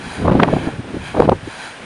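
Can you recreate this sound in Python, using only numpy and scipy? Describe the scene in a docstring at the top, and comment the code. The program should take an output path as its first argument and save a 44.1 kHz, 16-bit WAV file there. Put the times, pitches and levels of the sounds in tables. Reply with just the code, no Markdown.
"""Wind turbine in gusty wind

Over a steady rush of air, a blade sweeps past about twice a second: swish, rasp and hiss, each coloured
noise under its own swell, combed by one close reflection. Two gusts buffet the microphone with noise
rumble and flutter, topped by short noise bursts: turbulent eddies and one sharp click of a clipped peak.
Loud peaks clip, and in the first gust the whole sound chokes four times for a few milliseconds."""
import sys
import numpy as np
from scipy.fft import rfft, irfft, next_fast_len
from scipy.io import wavfile
from scipy.ndimage import uniform_filter1d, map_coordinates

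SR = 44100
rng = np.random.default_rng(int(sys.argv[2]) if len(sys.argv) > 2 else 0)


def file_out(sig):
    """Save sig as 16-bit WAV at sys.argv[1]."""
    # one column per channel
    cols = np.atleast_2d(sig).T
    # limit, then scale
    lim = np.clip(cols, -1, 1)
    pcm = np.round(lim * 32767).astype(np.int16)
    wavfile.write(sys.argv[1], SR, pcm)


N = 81585  # length in samples

# Every spectrum gives relative levels per Hz; the noise made from it is scaled to rms 1.
# Steady rush of air, spectrum: f/Hz, level/dB
AIR_SPECTRUM = [(40, -9), (200, -2.5), (500, 0), (850, -2), (1200, -3), (1650, -1.5), (2500, -5),
                (3500, -9.5), (4500, -16.5), (6000, -19), (7900, -23.5), (8700, -18.5), (9900, -21.5),
                (11000, -37.5), (11600, -48)]
# Loudness of the rush before its slight wobble: t/s, level/dB
AIR_LEVEL = [(0, -36.5), (.45, -38.5), (.83, -38.5), (1.3, -39), (1.85, -35.5)]

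# Body of the blade's noise, spectrum: f/Hz, level/dB
SWISH_SPECTRUM = [(60, -27), (250, -0.5), (500, -10), (850, 1.5), (1600, 2), (2300, -3.5), (3200, -12.5),
                  (4200, -29), (6000, -30), (11000, -45)]
# Coarse middle of the blade's noise, spectrum: f/Hz, level/dB
RASP_SPECTRUM = [(1500, -28), (2300, 6), (2800, 1.5), (3300, 1), (3700, -11), (5000, -24)]
# Bright top of the blade's noise, spectrum: f/Hz, level/dB
HISS_SPECTRUM = [(800, -23), (2500, 2), (4000, 4), (4800, 1.5), (5400, -7.5), (7000, -3), (7900, -12.5),
                 (8700, -3), (9700, -3.5), (10500, -8), (11300, -23.5)]
# Blade passes, crest before wobble and reflection: swish level/dB, rasp level/dB, hiss level/dB
BLADE_PASSES = [(-35.5, -54, -41), (-34.5, -40.5, -45), (-37, -39.5, -43.5), (-36, -55, -41)]
# Swell of swish, rasp and hiss, one row each: rise/s, fall/s, crest lag/s
BLADE_SWELLS = [(0.14, 0.092, 0.0058), (0.085, 0.045, -0.0049), (0.12, 0.093, 0.0011)]
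FIRST_CREST_S, BLADE_S = 0.13, 0.4924  # first crest, time between blades
# Close reflection: mean delay, gain, swing as a share of the delay
ECHO_S, ECHO_SHARE, ECHO_DRIFT = 0.001247, 0.63, 0.0025

# Wind on the microphone, before trim and wobble: t/s, rumble level/dB, flutter level/dB
GUST_LEVELS = [(0, -38.5, -35.5), (.14, -36, -38.5), (0.211, -25, -21.5), (.28, -12, -16), (.4, -17, -12),
               (0.471, -28, -19.5), (.56, -20, -19), (.63, -41, -28), (.72, -32.5, -29), (.8, -31, -41),
               (.86, -41, -33), (.95, -35.5, -28.5), (1.03, -29.5, -37), (1.11, -38, -45),
               (1.19, -23, -18.5), (1.25, -23, -22), (1.32, -18, -31.5), (1.36, -29, -43),
               (1.4, -39.5, -45), (1.48, -37.5, -41), (1.54, -52, -65), (1.78, -54.5, -50.5),
               (1.85, -46, -32.5)]
# Low buffeting, spectrum: f/Hz, level/dB
RUMBLE_SPECTRUM = [(15, -17), (30, -10.5), (60, -4), (95, 3.5), (160, 1), (260, -12.5), (500, -14.5),
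                   (1500, -57)]
# Quicker buffeting, spectrum: f/Hz, level/dB
FLUTTER_SPECTRUM = [(40, -21), (130, 3), (280, 5.5), (550, -5.5), (900, -12.5), (1300, -18.5), (2000, -25),
                    (4000, -32), (9000, -66)]
RUMBLE_DB, RUMBLE_WOBBLE_DB = -2, 2.5  # trim, wobble depth
FLUTTER_DB, FLUTTER_WOBBLE_DB = -2.5, 3.5

# Eddies hitting the microphone, and at 1.2959 s the sharp click of a clipped peak,
# before trim and skew: t/s, length/s, level/dB, brightness f/Hz
EDDIES_AND_CLICK = [(0.074, 0.021, -27.5, 250), (.188, 0.0089, -22, 405), (.255, 0.0098, -15, 760),
                    (.275, 0.0051, -2, 850), (.283, 0.0062, -6, 900), (0.3, 0.01, -13, 970),
                    (0.326, 0.016, -14.5, 1040), (.335, 0.0027, -27, 700), (.354, 0.0058, -6, 525),
                    (0.37, 0.0038, -24, 720), (.392, 0.0088, -19, 550), (0.402, 0.0058, -7, 1720),
                    (.428, 0.0055, -5.5, 610), (.435, 0.0032, -1.5, 2220), (.446, 0.013, -15, 1040),
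                    (0.486, .008, -10.5, 880), (0.532, 0.0039, -8, 590), (0.538, 0.0042, -3.5, 576),
                    (0.568, 0.0049, -9.5, 610), (.584, 0.0041, -15.5, 580), (0.618, 0.0089, -21, 298),
                    (.645, 0.011, -19.5, 340), (0.675, 0.0076, -12, 430), (.687, 0.0096, -18.5, 700),
                    (0.739, 0.0036, -24, 400), (0.797, 0.012, -19, 280), (0.947, .010, -21, 470),
                    (0.971, 0.0072, -17, 420), (1.151, 0.0096, -17, 744), (1.171, 0.0076, -13.5, 830),
                    (1.182, 0.013, -14, 600), (1.204, 0.0081, 1, 600), (1.223, 0.0031, -6, 880),
                    (1.233, .006, -10.5, 745), (1.279, 0.0024, -3, 650), (1.294, 0.0067, -2, 736),
                    (1.2959, 0.00046, -16, 4440), (1.32, 0.0029, -3, 543), (1.327, 0.012, -8.5, 740),
                    (1.437, .012, -27, 223), (1.48, 0.0097, -21, 295)]
# Lower edge over brightness, steepness of the top, level trim
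BURST_LOW_RATIO, BURST_SLOPE, BURST_DB = 0.21, 3.85, -1.5
BURST_SKEW = 1.224  # stretch of the rise, squeeze of the fall

# Dropouts of the choked microphone: centre t/s, length/s
MIC_CHOKES = [(0.2741, 0.0047), (0.3077, 0.0061), (.3293, 0.0038), (0.3402, 0.0037)]
CHOKE_FADE_S, CHOKE_RETURN_S = 0.00085, 0.00017
CLIP_TOP, TOP_HZ = 0.98, 11400  # clipping level (full scale 1), upper edge of the band


def amp(db):
    """Decibels to gain."""
    return 10 ** (np.asarray(db) / 20)


def unit(x):
    """Scale to rms 1."""
    return x / np.sqrt(np.mean(x ** 2) + 1e-20)


def filtered(x, response):
    """Shape x by a gain that depends on frequency."""
    size = next_fast_len(len(x) + 8192)  # padding keeps the tail from wrapping round
    hz = np.fft.rfftfreq(size, 1 / SR)
    return irfft(rfft(x, size) * response(hz), size)[:len(x)]


def noise(spectrum):
    """White noise coloured by a spectrum drawn over log frequency, at rms 1."""
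    f, db = np.transpose(spectrum)

    def colour(hz):
        return amp(np.interp(np.log(hz + 1), np.log(f), db))

    return unit(filtered(rng.standard_normal(N), colour))


def wobble(rate):
    """A smooth random curve through rate knots a second."""
    knots = rng.standard_normal(1024)
    return map_coordinates(knots, [np.arange(N) * rate / SR], mode="wrap")


def evened(x, size):
    """Noise with its chance swells over size samples levelled out, at rms 1."""
    power = uniform_filter1d(uniform_filter1d(x ** 2, size), size)
    return unit(x / np.sqrt(np.abs(power) + 1e-6))


def air():
    """The wind and the farther turbines blur into an even rush of broadband noise."""
    level_db = np.interp(np.arange(N) / SR, *np.transpose(AIR_LEVEL))
    return noise(AIR_SPECTRUM) * amp(level_db + 0.4 * wobble(16.5))


def blades():
    """Each passing blade swells swish, rasp and hiss; a close reflection adds a delayed copy that combs them."""
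    t = np.arange(N) / SR
    spectra = (SWISH_SPECTRUM, RASP_SPECTRUM, HISS_SPECTRUM)
    direct = np.zeros(N)
    for k, levels in enumerate(BLADE_PASSES):
        for spectrum, db, (rise_s, fall_s, lag_s) in zip(spectra, levels, BLADE_SWELLS):
            from_crest = t - FIRST_CREST_S - k * BLADE_S - lag_s
            width = np.where(from_crest < 0, rise_s, fall_s)
            swell = np.exp(-.5 * (from_crest / width) ** 2)
            direct += amp(db) * noise(spectrum) * swell
    direct *= amp(1.5 * wobble(23.83))
    # the delay swings once per blade
    swing = np.sin(2 * np.pi * (t - FIRST_CREST_S) / BLADE_S)
    delay = ECHO_S * (1 + ECHO_DRIFT * swing)
    reflection = map_coordinates(direct, [(t - delay) * SR])
    return direct + ECHO_SHARE * reflection


def gusts():
    """Wind pressure on the microphone: low rumble and a quicker flutter, both unsteady in level."""
    s, *levels = np.transpose(GUST_LEVELS)
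    rumble_db, flutter_db = [np.interp(np.arange(N) / SR, s, c) for c in levels]
    rumble_db = RUMBLE_DB + rumble_db + RUMBLE_WOBBLE_DB * wobble(40.05)
    flutter_db = FLUTTER_DB + flutter_db + FLUTTER_WOBBLE_DB * wobble(90)
    rumble = evened(noise(RUMBLE_SPECTRUM), size=1200) * amp(rumble_db)
    flutter = evened(noise(FLUTTER_SPECTRUM), size=700) * amp(flutter_db)
    return rumble + flutter


def eddies_and_click():
    """Turbulent eddies, and one clipping click, as short noise bursts that end faster than they build."""
    out, size = np.zeros(N + SR), 4096
    t = (np.arange(size) - size // 2) / SR
    for s, length, db, hz in EDDIES_AND_CLICK:
        low_hz = BURST_LOW_RATIO * hz

        def band(f):
            low_cut = f ** 2 / np.hypot(f ** 2, low_hz ** 2)
            return low_cut / np.sqrt(1 + (f / hz) ** (2 * BURST_SLOPE))

        skew = np.where(t < 0, BURST_SKEW, 1 / BURST_SKEW)
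        swell = np.exp(-2 * (t / length / skew) ** 2)
        burst = evened(filtered(rng.standard_normal(size), band), size=200)
        start = round(s * SR) - size // 2
        out[start:start + size] += amp(db + BURST_DB) * swell * burst
    return out[:N]


def scene():
    """The turbine and the rush of air behind the wind on the microphone."""
    return (air() + blades() + gusts() + eddies_and_click())[None]


def record(dry):
    """The overloaded microphone fades out, snaps back and clips; the recorder limits the band."""
    t, x = np.arange(N) / SR, dry[0]
    for s, length in MIC_CHOKES:
        fade = (s - length / 2 - t) / CHOKE_FADE_S + .5
        snap_back = (t - s - length / 2) / CHOKE_RETURN_S
        x = x * np.clip(np.maximum(fade, snap_back), 0, 1)
    x = np.clip(x, -CLIP_TOP, CLIP_TOP)
    # a very steep low-pass
    return filtered(x, lambda hz: 1 / np.sqrt(1 + (hz / TOP_HZ) ** 120))[None]


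dry = scene()
out = record(dry)
file_out(out)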